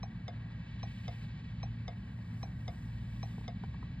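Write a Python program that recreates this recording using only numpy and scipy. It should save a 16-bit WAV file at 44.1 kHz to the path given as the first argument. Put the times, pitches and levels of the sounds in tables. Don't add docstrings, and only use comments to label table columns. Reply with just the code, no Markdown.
import sys
import numpy as np
from scipy.fft import rfft, irfft, next_fast_len
from scipy.io import wavfile
from scipy.ndimage import map_coordinates

SR = 44100
rng = np.random.default_rng(int(sys.argv[2]) if len(sys.argv) > 2 else 0)


def put_to_file(sound):
    columns = np.atleast_2d(sound).T
    safe = np.clip(columns, -1, 1)
    whole_steps = np.round(safe * 32767)
    wavfile.write(sys.argv[1], SR, whole_steps.astype(np.int16))


N = 176400

# (frequency [Hz], rms level [dB], flutter [dB])
ENGINE_TONES = [(54.3, -56, 2.5), (113.4, -45.3, 2), (227.3, -57.3, 1)]
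# (frequency [Hz], relative level [dB])
RUMBLE_SPECTRUM = [(20, -33.5), (32, -23), (42, -8), (52, 0.5), (61, 1), (71, 1), (90, -2), (130, 0.5),
                   (185, 0.5), (215, -7.5), (245, -13), (275, -14), (320, -23), (400, -41.5), (700, -39.5),
                   (2000, -96)]
# (time [s], level [dB])
RUMBLE_ENVELOPE = [(0, -45.5), (2, -44.5), (4, -42.5)]
# (frequency [Hz], relative level [dB])
AIR_SPECTRUM = [(150, -2.5), (350, 0.5), (600, -1.5), (900, -1.5), (1350, -6.5), (2000, -1.5), (2850, -6.5),
                (4000, -6.5), (4650, -9.5), (5400, -17.5), (6300, -17), (7500, -27.5), (9000, -35),
                (14000, -42)]
# (centre [Hz], Gaussian width [Hz], lift [dB])
AIR_RESONANCES = [(900, 70, 2), (1110, 45, 5), (1530, 25, 4), (1640, 50, 10), (1895, 55, 10),
                  (2285, 60, 10), (2630, 80, 10), (3000, 55, 10), (3400, 55, 6), (3800, 90, 4),
                  (4090, 90, 4), (4430, 70, 3), (4790, 35, 4), (5170, 70, 3)]
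# (frequency [Hz], level against the shared noise [dB])
AIR_INCOHERENT = [(150, -2.5), (300, 1.5), (700, -4), (1400, -0.5), (2000, -12), (6000, -18)]
# (time [s], level [dB])
AIR_ENVELOPE = [(0, -59.5), (.45, -58), (.9, -60), (1.2, -58.5), (1.6, -59.5), (2.15, -59.5), (2.6, -58),
                (3.1, -59.5), (3.6, -60.5), (4, -58.5)]
# (time [s], gain [dB])
AIR_TREBLE_GAIN = [(0, -4.5), (.45, -4.5), (.9, 3.5), (1.3, 1), (2, -3), (2.6, -5.5), (3.2, 0), (4, -2)]
# (frequency [Hz], level [dB], 60 dB decay time [s])
CLOSING_MODES = [(349, -55.6, 0.071), (498, -47.4, 0.042), (595, -49.8, 0.074), (658, -49.3, 0.086),
                 (706, -42.8, 0.066), (757, -49.2, 0.136), (803, -42.8, 0.114), (1045, -47.2, 0.051),
                 (1125, -49.1, 0.029), (2209, -51.6, 0.032), (2428, -51.6, 0.086), (3907, -46.5, 0.03),
                 (4036, -53.3, 0.071), (5056, -52.5, 0.042), (5652, -46.2, 0.067)]
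OPENING_MODES = [(462, -44.5, 0.141), (515, -53.2, 0.085), (591, -46.5, 0.105), (667, -45.3, 0.072),
                 (703, -46.8, 0.136), (752, -43.5, 0.15), (849, -53.0, 0.047), (1041, -49.5, 0.031),
                 (1114, -52.6, 0.039), (1252, -51.2, 0.051), (2118, -47.3, 0.085), (3535, -52.0, 0.083),
                 (3770, -47.0, 0.032), (4960, -54.9, 0.079), (5232, -58.2, 0.04), (5696, -43.9, 0.018)]
# (frequency [Hz], relative level [dB])
CLOSING_SNAP = [(250, -10.5), (520, 5), (1080, 12.5), (1400, -12), (2400, -1), (3200, -3), (4000, -12.5),
                (6200, -16), (7500, -28), (10000, -40)]
OPENING_SNAP = [(250, -7), (480, 12), (1150, -2.5), (1650, -6), (2800, -4), (3700, 0), (4400, -8.5),
                (5400, -8), (6400, -11.5), (7700, -26.5), (10000, -41)]
# (frequency [Hz], relative level [dB])
HISS_SPECTRUM = [(2500, -19), (5000, 7), (7500, 0.5), (9000, -2.5), (12500, -2.5), (14500, -15)]
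# (time [s], level [dB])
HISS_ENVELOPE = [(0, -89), (.78, -96.5), (.88, -77.5), (1.24, -76.5), (1.36, -96.5), (1.95, -85),
                 (2.25, -81), (2.42, -73), (2.52, -81), (2.76, -74), (3.0, -79.5), (3.25, -73.5),
                 (3.43, -77), (3.55, -91.5), (3.66, -82.5), (3.8, -90.5)]
# (time [s], level [dB], resonance [Hz], thud against ring [dB])
TAP_IMPACTS = [(2.187, -56, 850, -6), (3.380, -45, 800, -3), (3.410, -50, 930, -4), (3.636, -38, 790, -9),
               (3.743, -46.5, 930, -13), (3.827, -44, 1030, -11)]
# (ratio to the resonance [1], relative level [dB], 60 dB decay time [s])
PLASTIC_MODES = [(.88, -0.5, 0.011), (1.0, -6, 0.033), (1.22, -7, 0.021), (1.9, -15.5, 0.033)]
# (frequency [Hz], left minus right [rad])
PORT_PHASE = [(290, 0), (450, -.7), (720, -.9), (880, -.3), (1030, -1), (1300, 0), (1650, -.2), (2000, .95),
              (2200, 1.3), (2500, 2.25), (3700, .9), (4400, 1.35), (5100, 1.35), (5700, 3), (6200, 3.2),
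              (7700, 6.2), (8800, 6.4), (9800, 9.3), (10900, 9.5), (11800, 12.5), (13000, 12.6),
              (14000, 15.6)]
# (frequency [Hz], left minus right [dB])
PORT_LEVEL = [(400, 0), (620, 0), (760, 3), (900, -1.5), (1080, -4), (1350, 2.5), (1520, -3), (1850, 2),
              (2400, 0)]

SPEED_WANDER, RUMBLE_INCOHERENT_DB = 0.0034, -33.5
AIR_SPLIT_HZ, AIR_FLUTTER_DB = 2000, 1
FIRST_TICK_S, FLASH_PERIOD_S, TOCK_AFTER_S = .0298, .7997, .2501
RELAY_RISE_S, REBOUND_DULL_HZ = .001, 1500
SNAP_RISE_S, SNAP_HOLD_S, SNAP_T60_S = 0.0013, 0.003, 0.01
CAB_ECHO_DB, CAB_T60_S, CAB_DULL_HZ = -13, 0.2, 3500
TAP_RISE_S, TAP_THUD_HZ, TAP_THUD_T60_S = 0.0014, 437, 0.03
TAP_CLICK_DB, TAP_CLICK_T60_S, TAP_CLICK_HZ = -16.5, 0.045, 1540
BAND_LIMIT_HZ = 15500


def amp(db):
    return 10 ** (np.asarray(db) / 20)


def unit(x):
    return x / np.sqrt(np.mean(x ** 2) + 1e-20)


def along(points, hz):
    frequencies, values = np.transpose(points)
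    return np.interp(np.log(hz + 1), np.log(frequencies + 1), values)


def curve(rows):
    return np.interp(np.arange(N) / SR, *np.transpose(rows))


def wobble(knots_per_s):
    knots = rng.standard_normal(int(N * knots_per_s / SR) + 4)
    return map_coordinates(knots, [np.arange(N) * knots_per_s / SR])


def filtered(x, response):
    n = x.shape[-1]
    padded = next_fast_len(n + SR // 10)
    return irfft(rfft(x, padded) * response(np.fft.rfftfreq(padded, 1 / SR)), padded)[..., :n]


def noise(spectrum, size):
    return unit(filtered(rng.standard_normal(size), lambda hz: amp(along(spectrum, hz))))


def engine():
    engine_time = np.cumsum(1 + SPEED_WANDER * wobble(3.21)) / SR
    hum = np.zeros(N)
    for hz, db, flutter_db in ENGINE_TONES:
        amplitude = np.sqrt(2) * amp(db + flutter_db * wobble(8))
        hum += amplitude * np.sin(2 * np.pi * (hz * engine_time + rng.random()))
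    boom = noise(RUMBLE_SPECTRUM, N) + amp(RUMBLE_INCOHERENT_DB) * noise(RUMBLE_SPECTRUM, (2, N))
    return hum + amp(curve(RUMBLE_ENVELOPE)) * boom


def vent_air():
    def response(hz):
        lift = sum(db * np.exp(-.5 * ((hz - centre) / width) ** 2)
                   for centre, width, db in AIR_RESONANCES)
        return amp(along(AIR_SPECTRUM, hz) + lift)

    incoherent = filtered(rng.standard_normal((2, N)), lambda hz: amp(along(AIR_INCOHERENT, hz)))
    rush = unit(filtered(rng.standard_normal(N) + incoherent, response))
    body = filtered(rush, lambda hz: 1 / (1 + (hz / AIR_SPLIT_HZ) ** 8))
    treble = amp(curve(AIR_TREBLE_GAIN)) * (rush - body)
    return amp(curve(AIR_ENVELOPE) + AIR_FLUTTER_DB * wobble(60)) * (body + treble)


def ring(modes, t, rise_s):
    swing = sum((-1) ** k * amp(db - 60 * t / t60) * np.sin(2 * np.pi * hz * t)
                for k, (hz, db, t60) in enumerate(modes))
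    return (1 - np.exp(-t / rise_s)) * swing


def relay_click(modes, snap, snap_db, rebound_s, rebound_gain):
    t = np.arange(SR // 5) / SR
    dulled = [(hz, db - 20 * np.log10(1 + (hz / REBOUND_DULL_HZ) ** 2), t60) for hz, db, t60 in modes]
    rebound = rebound_gain * ring(dulled, np.maximum(t - rebound_s, 0), RELAY_RISE_S)
    housing = ring(modes, t, RELAY_RISE_S) + rebound
    echo_envelope = np.minimum(t / SNAP_HOLD_S, 1) * amp(CAB_ECHO_DB - 60 * t / CAB_T60_S)
    echo = filtered(noise(snap, (2, len(t))), lambda hz: 1 / (1 + (hz / CAB_DULL_HZ) ** 4))
    snap_decay = amp(-60 * np.maximum(t - SNAP_HOLD_S, 0) / SNAP_T60_S)
    contact = np.minimum(t / SNAP_RISE_S, 1) * snap_decay * noise(snap, len(t))
    return housing + amp(snap_db) * (contact + echo_envelope * echo)


def flasher_relay():
    out = np.zeros((2, N))
    tick = relay_click(CLOSING_MODES, CLOSING_SNAP, snap_db=-46.5, rebound_s=.00429, rebound_gain=.31)
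    tock = relay_click(OPENING_MODES, OPENING_SNAP, snap_db=-45, rebound_s=.00655, rebound_gain=-.66)
    for start_s in np.arange(FIRST_TICK_S, N / SR, FLASH_PERIOD_S):
        add(out, start_s, tick)
        add(out, start_s + TOCK_AFTER_S, tock)
    return out


def add(track, start_s, sound):
    part = track[..., max(round(start_s * SR), 0):][..., :sound.shape[-1]]
    part += sound[..., :part.shape[-1]]


def thin_hiss():
    return amp(curve(HISS_ENVELOPE)) * noise(HISS_SPECTRUM, N)


def taps():
    out, t = np.zeros(N), np.arange(SR // 10) / SR
    click_envelope = amp(TAP_CLICK_DB - 60 * t / TAP_CLICK_T60_S)
    for start_s, db, hz, thud_db in TAP_IMPACTS:
        body = ring([(hz * ratio, level, t60) for ratio, level, t60 in PLASTIC_MODES], t, TAP_RISE_S)
        thud = ring([(TAP_THUD_HZ, 0, TAP_THUD_T60_S)], t, TAP_RISE_S)
        click = unit(filtered(rng.standard_normal(len(t)), lambda f: 1 / (1 + (f / TAP_CLICK_HZ) ** 2)))
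        knock = body / np.abs(body).max() + amp(thud_db) * thud / np.abs(thud).max()
        add(out, start_s, amp(db) * (knock + click_envelope * click))
    return out


def scene():
    cab = engine() + vent_air() + flasher_relay() + thin_hiss() + taps()
    half = np.array([[.5], [-.5]])
    return filtered(cab, lambda hz: amp(half * along(PORT_LEVEL, hz))
                    * np.exp(1j * half * along(PORT_PHASE, hz)))


def record(dry):
    return filtered(dry, lambda hz: hz < BAND_LIMIT_HZ)


dry = scene()
out = record(dry)
put_to_file(out)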